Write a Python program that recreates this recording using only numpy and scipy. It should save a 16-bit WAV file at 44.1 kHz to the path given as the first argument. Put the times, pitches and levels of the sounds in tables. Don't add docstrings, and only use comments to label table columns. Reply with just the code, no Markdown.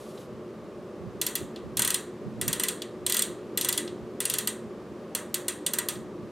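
import sys
import numpy as np
from scipy import signal
from scipy.fft import rfft, irfft, next_fast_len
from scipy.io import wavfile
from scipy.ndimage import uniform_filter1d

SR = 44100
rng = np.random.default_rng(int(sys.argv[2]) if len(sys.argv) > 2 else 0)


def convert_level_to_amplitude(level_db):
    exponent = np.asarray(level_db, float) / 20
    return 10 ** exponent


def transcribe(signal):
    frames = np.atleast_2d(signal).T
    limited = np.clip(frames, -1, 1)
    pcm = np.round(limited * 32767).astype(np.int16)
    wavfile.write(sys.argv[1], SR, pcm)


N = 278529
TOP_HZ = 15750


def level(x, db):
    return x * convert_level_to_amplitude(db) / np.sqrt(np.mean(x ** 2))


def along(table, hz):
    f, v = np.transpose(table)[:2]
    return np.interp(np.log(hz + 1), np.log(f), v)


def shape(x, db_at):
    n = next_fast_len(x.shape[-1])
    gain = convert_level_to_amplitude(db_at(np.fft.rfftfreq(n, 1 / SR)))
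    return irfft(rfft(x, n) * gain, n)[..., :x.shape[-1]]


def walk(rate):
    k = int(SR / rate)
    steps = np.repeat(rng.standard_normal(N // k + 1), k)
    return 0.84 * uniform_filter1d(uniform_filter1d(steps, k), k)[:N]


def add(out, x, s):
    i = int(s * SR)
    out[i:i + len(x)] += x[:N - i]


def stereo(mid, side):
    return np.array([mid + side, mid - side])


# frequency in Hz, density in dB per Hz.
AIR_TONE = [(15, -62.5), (25, -38), (74, -15.5), (187, -15.5), (220, -3), (321, -15), (358, -1),
            (496, -7.5), (584, -8.5), (669, -15.5), (1090, -20.5), (2330, -30.5), (7710, -42.5),
            (14800, -52.5), (16500, -71.5)]
AIR_LEVEL_DB = -39
# frequency in Hz, side minus mid in dB.
AIR_WIDTH = [(60, -6), (110, -18), (200, -23.5), (380, -28), (700, -17), (1290, -16.5), (2380, -11.5),
             (4400, -10.5), (8120, -9.5), (15000, -14.5)]
# frequency in Hz, width in Hz, level in dB.
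DUCT_TONES = [(123.2, 20, -58), (172, 41, -52), (216.5, 35, -50), (301.5, 34, -52), (358.9, 39, -46.5),
              (419.6, 31, -54), (509, 44, -57), (594, 53, -56.5), (1147, 235, -59)]
# time in seconds, flow in dB.
DUCT_FLOW = [(0, -9.5), (.61, -0.5), (.81, -4), (1.16, -1), (1.78, 2), (2.11, -5.5), (2.44, 3), (2.9, -0.5),
             (3.24, 2.5), (3.4, 0), (3.83, 6.5), (4.08, -1.5), (4.55, 2), (5.19, -2), (5.61, .5), (6.32, 1)]


def ventilation():
    flow_db = np.interp(np.arange(N) / SR, *np.transpose(DUCT_FLOW))
    air = shape(rng.standard_normal((2, N)), lambda f: along(AIR_TONE, f))
    pair = level(air, AIR_LEVEL_DB - 4.5) * convert_level_to_amplitude(0.68 * walk(1.8))
    for hz, width, db in DUCT_TONES:
        resonance = lambda f: -20 * np.log10(1 + (2 * (f - hz) / width) ** 2)
        band = shape(rng.standard_normal((2, N)), resonance)
        swell = 0.13
        if 190 < hz < 450:
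            swell = 0.89 if hz < 260 else 0.69
        pair = pair + level(band, db) * convert_level_to_amplitude(swell * flow_db + walk(2.55))
    side = shape(pair[1], lambda f: along(AIR_WIDTH, f) - 25 * (f > 12300))
    return stereo(pair[0], side)


# time of the peak in seconds, peak level in dB, length in seconds.
GUST_PEAKS = [(.08, -56, .15), (.35, -47, 0.28), (.64, -46, 0.11), (.79, -47, .14), (1.025, -36.5, .12),
              (1.076, -32.5, 0.1), (1.175, -41.5, 0.25), (1.43, -35.5, 0.13), (1.665, -33.5, 0.12),
              (1.8, -36.5, 0.37), (2.27, -28.5, 0.1), (2.41, -34.5, 0.37), (2.484, -27, 0.11),
              (2.58, -52, .25), (3.05, -41, 0.22), (3.305, -42.5, .17), (3.46, -51, 0.32),
              (3.663, -51, 0.14), (3.914, -45, .2), (4.03, -39, 0.11), (4.308, -49.5, 0.57),
              (4.666, -43, 0.17), (4.92, -44, 0.092), (5.98, -43, .5), (6.235, -40, .14)]


def gusts():
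    calm_db, rise_share, depth_db = -59, 0.45, 22
    t, power = np.arange(N) / SR, convert_level_to_amplitude(2 * calm_db)
    for s, db, length in GUST_PEAKS:
        away = np.where(t < s, (s - t) / rise_share, (t - s) / (1 - rise_share)) / length
        power = power + convert_level_to_amplitude(2 * (db - depth_db * away))
    return np.sqrt(power)


def draught():
    tone = [(20, -49), (45, -17), (85, 1.5), (130, 1.5), (210, 0.5), (400, -17.0), (800, -36), (2000, -67)]
    puffs = shape(rng.standard_normal((2, N)), lambda f: along(tone, f))
    puffs = puffs / np.sqrt(uniform_filter1d(puffs ** 2, 2000, axis=1))
    puffs[0] += .45 * puffs[1]
    return puffs * gusts() * convert_level_to_amplitude([[-9.], [-1.5]])


# time in seconds, level in dB.
HAND_SLIDE = [
    (0.0, -59),
    (0.008, -57),
    (0.21, -60.5),
    (0.258, -66),
    (0.298, -84),
    (0.36, -81),
]


def hand():
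    grainy = rng.standard_normal(N) * convert_level_to_amplitude(1.5 * walk(58))
    tone = [(1500, -29.5), (3000, 1.5), (6000, -1.5), (10500, -2.5), (14000, -9.0), (15500, -24)]
    hiss = level(shape(grainy, lambda f: along(tone, f)), 0.5)
    s, db = np.transpose(HAND_SLIDE)
    return hiss * convert_level_to_amplitude(np.interp(np.arange(N) / SR, s, db, right=-120))


# start in seconds, peak level in dB, pitch in Hz.
PLAY_KNOCKS = [
    (.1755, -41, 3480),
    (.216, -50, 3200),
    (5.955, -39, 3700),
]


def knocks():
    out, t = np.zeros(N), np.arange(2048) / SR
    for s, db, hz in PLAY_KNOCKS:
        burst = rng.standard_normal(len(t)) * np.exp(-t / 0.0069)
        tick = shape(burst, lambda f: -10 * np.log10(1 + ((f - 1.07 * hz) / 700) ** 4))
        add(out, convert_level_to_amplitude(db) * tick / np.abs(tick).max(), s)
    return out


TINT_HZ = [1500, 3500, 6200, 9000, 13000]
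# frequency in Hz, t60 in seconds, density in dB per Hz.
ROOM_MODES = [(690, 0.3, -3), (1100, 0.49, -8), (1770, 0.45, -1), (2486, 0.22, -3.5), (3920, 0.36, -2),
              (5180, 0.15, -4), (7140, 0.35, -5.5), (8730, 0.27, -1.5), (12120, 0.26, -9.5),
              (15530, 0.23, -15)]
# frequency in Hz, width in Hz, height in dB.
SHELL_HUMPS = [(1016, 147, 7), (1244, 54, 7.5), (1876, 93, 5.5), (2680, 320, 6), (3280, 140, 6),
               (4400, 270, 0.5), (5900, 145, 8), (6930, 180, 6.5), (7400, 333, 1.5), (8350, 350, 6.5),
               (8540, 220, 5.5), (9020, 136, 11), (9520, 250, -8), (10150, 220, 2), (11120, 200, 7),
               (11550, 294, 2.5)]


def afterring(times, tints):
    hz, t60, density = np.transpose(ROOM_MODES)
    build = 0.0018 * SR

    def colour(f):
        humps = sum(db / (1 + (2 * (f - c) / w) ** 2) for c, w, db in SHELL_HUMPS)
        return along(np.c_[hz, density], f) + humps - 14 * (f < 890) - 40 * (f > TOP_HZ + 100)

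    noise = level(shape(rng.standard_normal((2, N)), colour), -21.0)
    out = 0
    for k in range(len(hz)):
        energy = np.zeros(N)
        energy[(times * SR).astype(int)] = [convert_level_to_amplitude(2 * along(np.c_[TINT_HZ, c], hz[k])) for c in tints]
        energy = signal.lfilter([1], [1, -convert_level_to_amplitude(-120 / t60[k] / SR)], energy)
        energy = signal.lfilter([1 / build], [1, 1 / build - 1], energy)
        share = np.c_[hz, np.arange(len(hz)) == k]
        band = shape(noise, lambda f: 20 * np.log10(along(share, f) + 1e-6))
        out = out + np.sqrt(energy) * band
    return out


# frequency in Hz, level in dB re tooth, t60 in seconds.
BELL_MODES = [(1989, -36, .2), (3424, -38, .15), (3922, -39, .2), (4410, -42, .18), (5997, -36, .2),
              (7294, -36, .18), (8260, -31, .16), (8413, -32, .15), (9069, -31, .15), (3757, -39, .2),
              (10028, -33, .1)]


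def bell(times, tints):
    out, chance = 0, rng.standard_normal((len(times), len(BELL_MODES), 2))
    for k, (hz, db, t60) in enumerate(BELL_MODES):
        blows = np.zeros(N, complex)
        tint_db = np.array([along(np.c_[TINT_HZ, c], hz) for c in tints])
        size = convert_level_to_amplitude(db + tint_db + 2.8 * chance[:, k, 0])
        blows[(times * SR).astype(int) + 40] = size * np.exp(3j * chance[:, k, 1])
        pole = convert_level_to_amplitude(-60 / t60 / SR) * np.exp(2j * np.pi * hz / SR)
        out = out + signal.lfilter([1], [1, -pole], blows).imag
    return out


# frequency in Hz, level in dB, t60 in seconds.
HUB_MODES = [(967, -19.5, 0.066), (1243, -25, .05), (1582, -19, 0.17), (1878, -15.5, 0.064),
             (1968, -10, 0.12), (2838, -4.5, 0.042), (3072, -6, 0.05), (3434, -1, 0.054),
             (3760, -34, 0.0226), (3790, -27, 0.037), (4135, 2, 0.027), (4504, -8, 0.049),
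             (4840, -11.5, 0.065), (5020, -13, 0.025), (6040, -3.5, 0.028), (7010, -3, 0.08),
             (7960, -21, .03), (7510, -4, 0.06), (8230, -5, 0.11), (8310, -2, 0.076), (8400, 2, .03),
             (8950, -3.5, 0.02), (9600, -9, 0.022), (10025, 8, 0.021), (11000, -5.5, 0.062),
             (11540, -1, 0.041), (13100, -10, .02), (14000, -21, 0.018)]
# frequency in Hz, density in dB per Hz.
CRACK_TONE = [(470, -21), (900, -19), (2300, -17), (3200, -9.5), (5200, -8), (7200, -3.5), (9000, -0.5),
              (12000, -3.5), (14500, -1), (15700, -17), (16500, -38)]


def snap(tint_db):
    land_s, spread_s, rise_s = 0.0016, 0.002, 0.00052
    t = np.arange(3072) / SR
    tint = np.c_[TINT_HZ, tint_db]
    hz, db, t60 = np.repeat(np.transpose(HUB_MODES), 2, axis=1)[:, :, None]
    chance = rng.standard_normal((3, len(hz), 1))

    since = np.maximum(t - land_s - spread_s * rng.random((len(hz), 1)), 0)
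    size = convert_level_to_amplitude(db + along(tint, hz) + 2.0 * chance[0]) * (1 - np.exp(-since / rise_s))
    decay = np.exp(-np.log(1000) * since / t60)
    wave = np.sin(2 * np.pi * (hz + 30 * chance[1]) * t + 3 * chance[2])
    ring = (size * decay * wave).sum(0)

    landed, lifted = np.maximum(t - land_s, 0), t - .001
    push = (1 - np.exp(-landed / rise_s)) ** 2 * np.exp(-landed / 0.0029)
    push = push + convert_level_to_amplitude(-26.0) * (lifted > 0) * np.exp(-np.abs(lifted) / .0005)
    crack = shape(rng.standard_normal(len(t)) * push, lambda f: along(CRACK_TONE, f) + along(tint, f))

    x = ring / np.linalg.norm(ring[:512]) + convert_level_to_amplitude(1.0) * crack / np.linalg.norm(crack)
    return x * np.minimum(1, (t[-1] - t) / .02) / np.abs(x).max()


# start in seconds,
# peak, weight and edge in dB.
TEETH = [(1.7701, -11, -2, 2.5), (1.7933, -9.5, 7, 0), (1.8194, -9.5, 2, -1), (1.8481, -10, -3, -2),
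         (1.8756, -10.5, 3.5, .5), (1.9035, -11.5, -3, 1), (1.943, -9.5, -5.5, -3),
         (3.064, -10, -6, -2), (3.0972, -11.5, 3, 6.5), (3.122, -10, -9, 1), (3.1439, -11, 7, 5.5),
         (3.1673, -10, -9, 4), (3.192, -10, -5, -8), (3.2208, -10, -10, -1), (3.5743, -11.5, 0.5, 3),
         (3.611, -10.5, -12, 3), (3.6465, -11, -1, -5), (3.6874, -10.5, 2.5, 4),
         (3.726, -11.5, -11, 4), (3.7761, -9.5, -5, -6.5), (4.2031, -11, -2, -2),
         (4.2532, -10.5, -6, -6), (4.2984, -10.5, -9, 1), (4.338, -12, -2.5, 0),
         (4.3846, -11.5, 1, 6.5), (4.4731, -11, -2.5, -3),
         (1.2142, -11.5, -4, 3), (1.265, -11.5, 2, 5.5), (1.3533, -12.5, -1, 9), (2.413, -12, 0.5, -2),
              (2.479, -11, 4, 2), (2.529, -11.5, -1, 2), (2.597, -11.5, 2, -4), (2.635, -10.5, 2, 0),
              (2.6841, -10.5, -8, -1.5), (5.1494, -10.5, 5.5, 1.5), (5.3425, -11.5, 2.5, 6.5),
              (5.4821, -11, 0, -2.5), (5.6639, -11.5, -8.5, -5), (5.735, -13.5, 10, 9),
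              (5.7856, -10.5, 7.5, -1), (5.886, -11.5, 0, 5.5)]
# start in seconds, peak in dB, softness (1 = usual).
SOFT_SEATS = [
    (1.5602, -31.5, 1.15),
    (2.8195, -22.5, .75),
    (3.8766, -30, 1.2),
]
WEIGHT_TINT = [0.93, -0.23, -0.016, -0.024, -0.013]
EDGE_TINT = [0.046, 0.36, 0.86, 0, 1.03]
SOFT_TINT = [9, 24, 10, 0, -5]
# frequency in Hz, side minus mid in dB.
HUB_WIDTH = [(700, -25), (1500, -53), (2400, -51), (4400, -25.5), (8100, -10), (12000, -10), (15500, -19)]


def freehub():
    firm, soft = np.array(TEETH), np.array(SOFT_SEATS)
    firm_tints = firm[:, 2:] @ np.array([WEIGHT_TINT, EDGE_TINT])
    soft_tints = soft[:, 2:] * np.array(SOFT_TINT)
    rows = np.r_[firm[:, :2], soft[:, :2]]
    tints = np.r_[firm_tints, soft_tints]
    order = np.argsort(rows[:, 0])
    rows, tints = rows[order], tints[order]

    direct = knocks()
    for (s, db), tint in zip(rows, tints):
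        add(direct, convert_level_to_amplitude(db - 1.0) * snap(tint), s - .0019)
    lasting = rows[:, 1:2] + 0.72 * (tints - tints.max(axis=1, keepdims=True) / 2)
    ring_mid, ring_side = afterring(rows[:, 0], lasting)
    direct = direct + bell(rows[:, 0], lasting)
    skew = signal.lfilter(rng.standard_normal(48) / np.sqrt(48), 1, direct)
    side = shape(convert_level_to_amplitude(-10.0) * skew + convert_level_to_amplitude(-1.5) * ring_side, lambda f: along(HUB_WIDTH, f))
    return stereo(direct + ring_mid, side)


def scene():
    return ventilation() + draught() + hand() + freehub()


def band_limit(x):
    return signal.sosfilt(signal.butter(12, 16810, fs=SR, output="sos"), x)


def record(dry):
    top_cut = signal.cheby2(14, 62, TOP_HZ + 1500, fs=SR, output="sos")
    mix = signal.sosfilt(top_cut, dry)
    return band_limit(mix)


dry = scene()
out = record(dry)
transcribe(out)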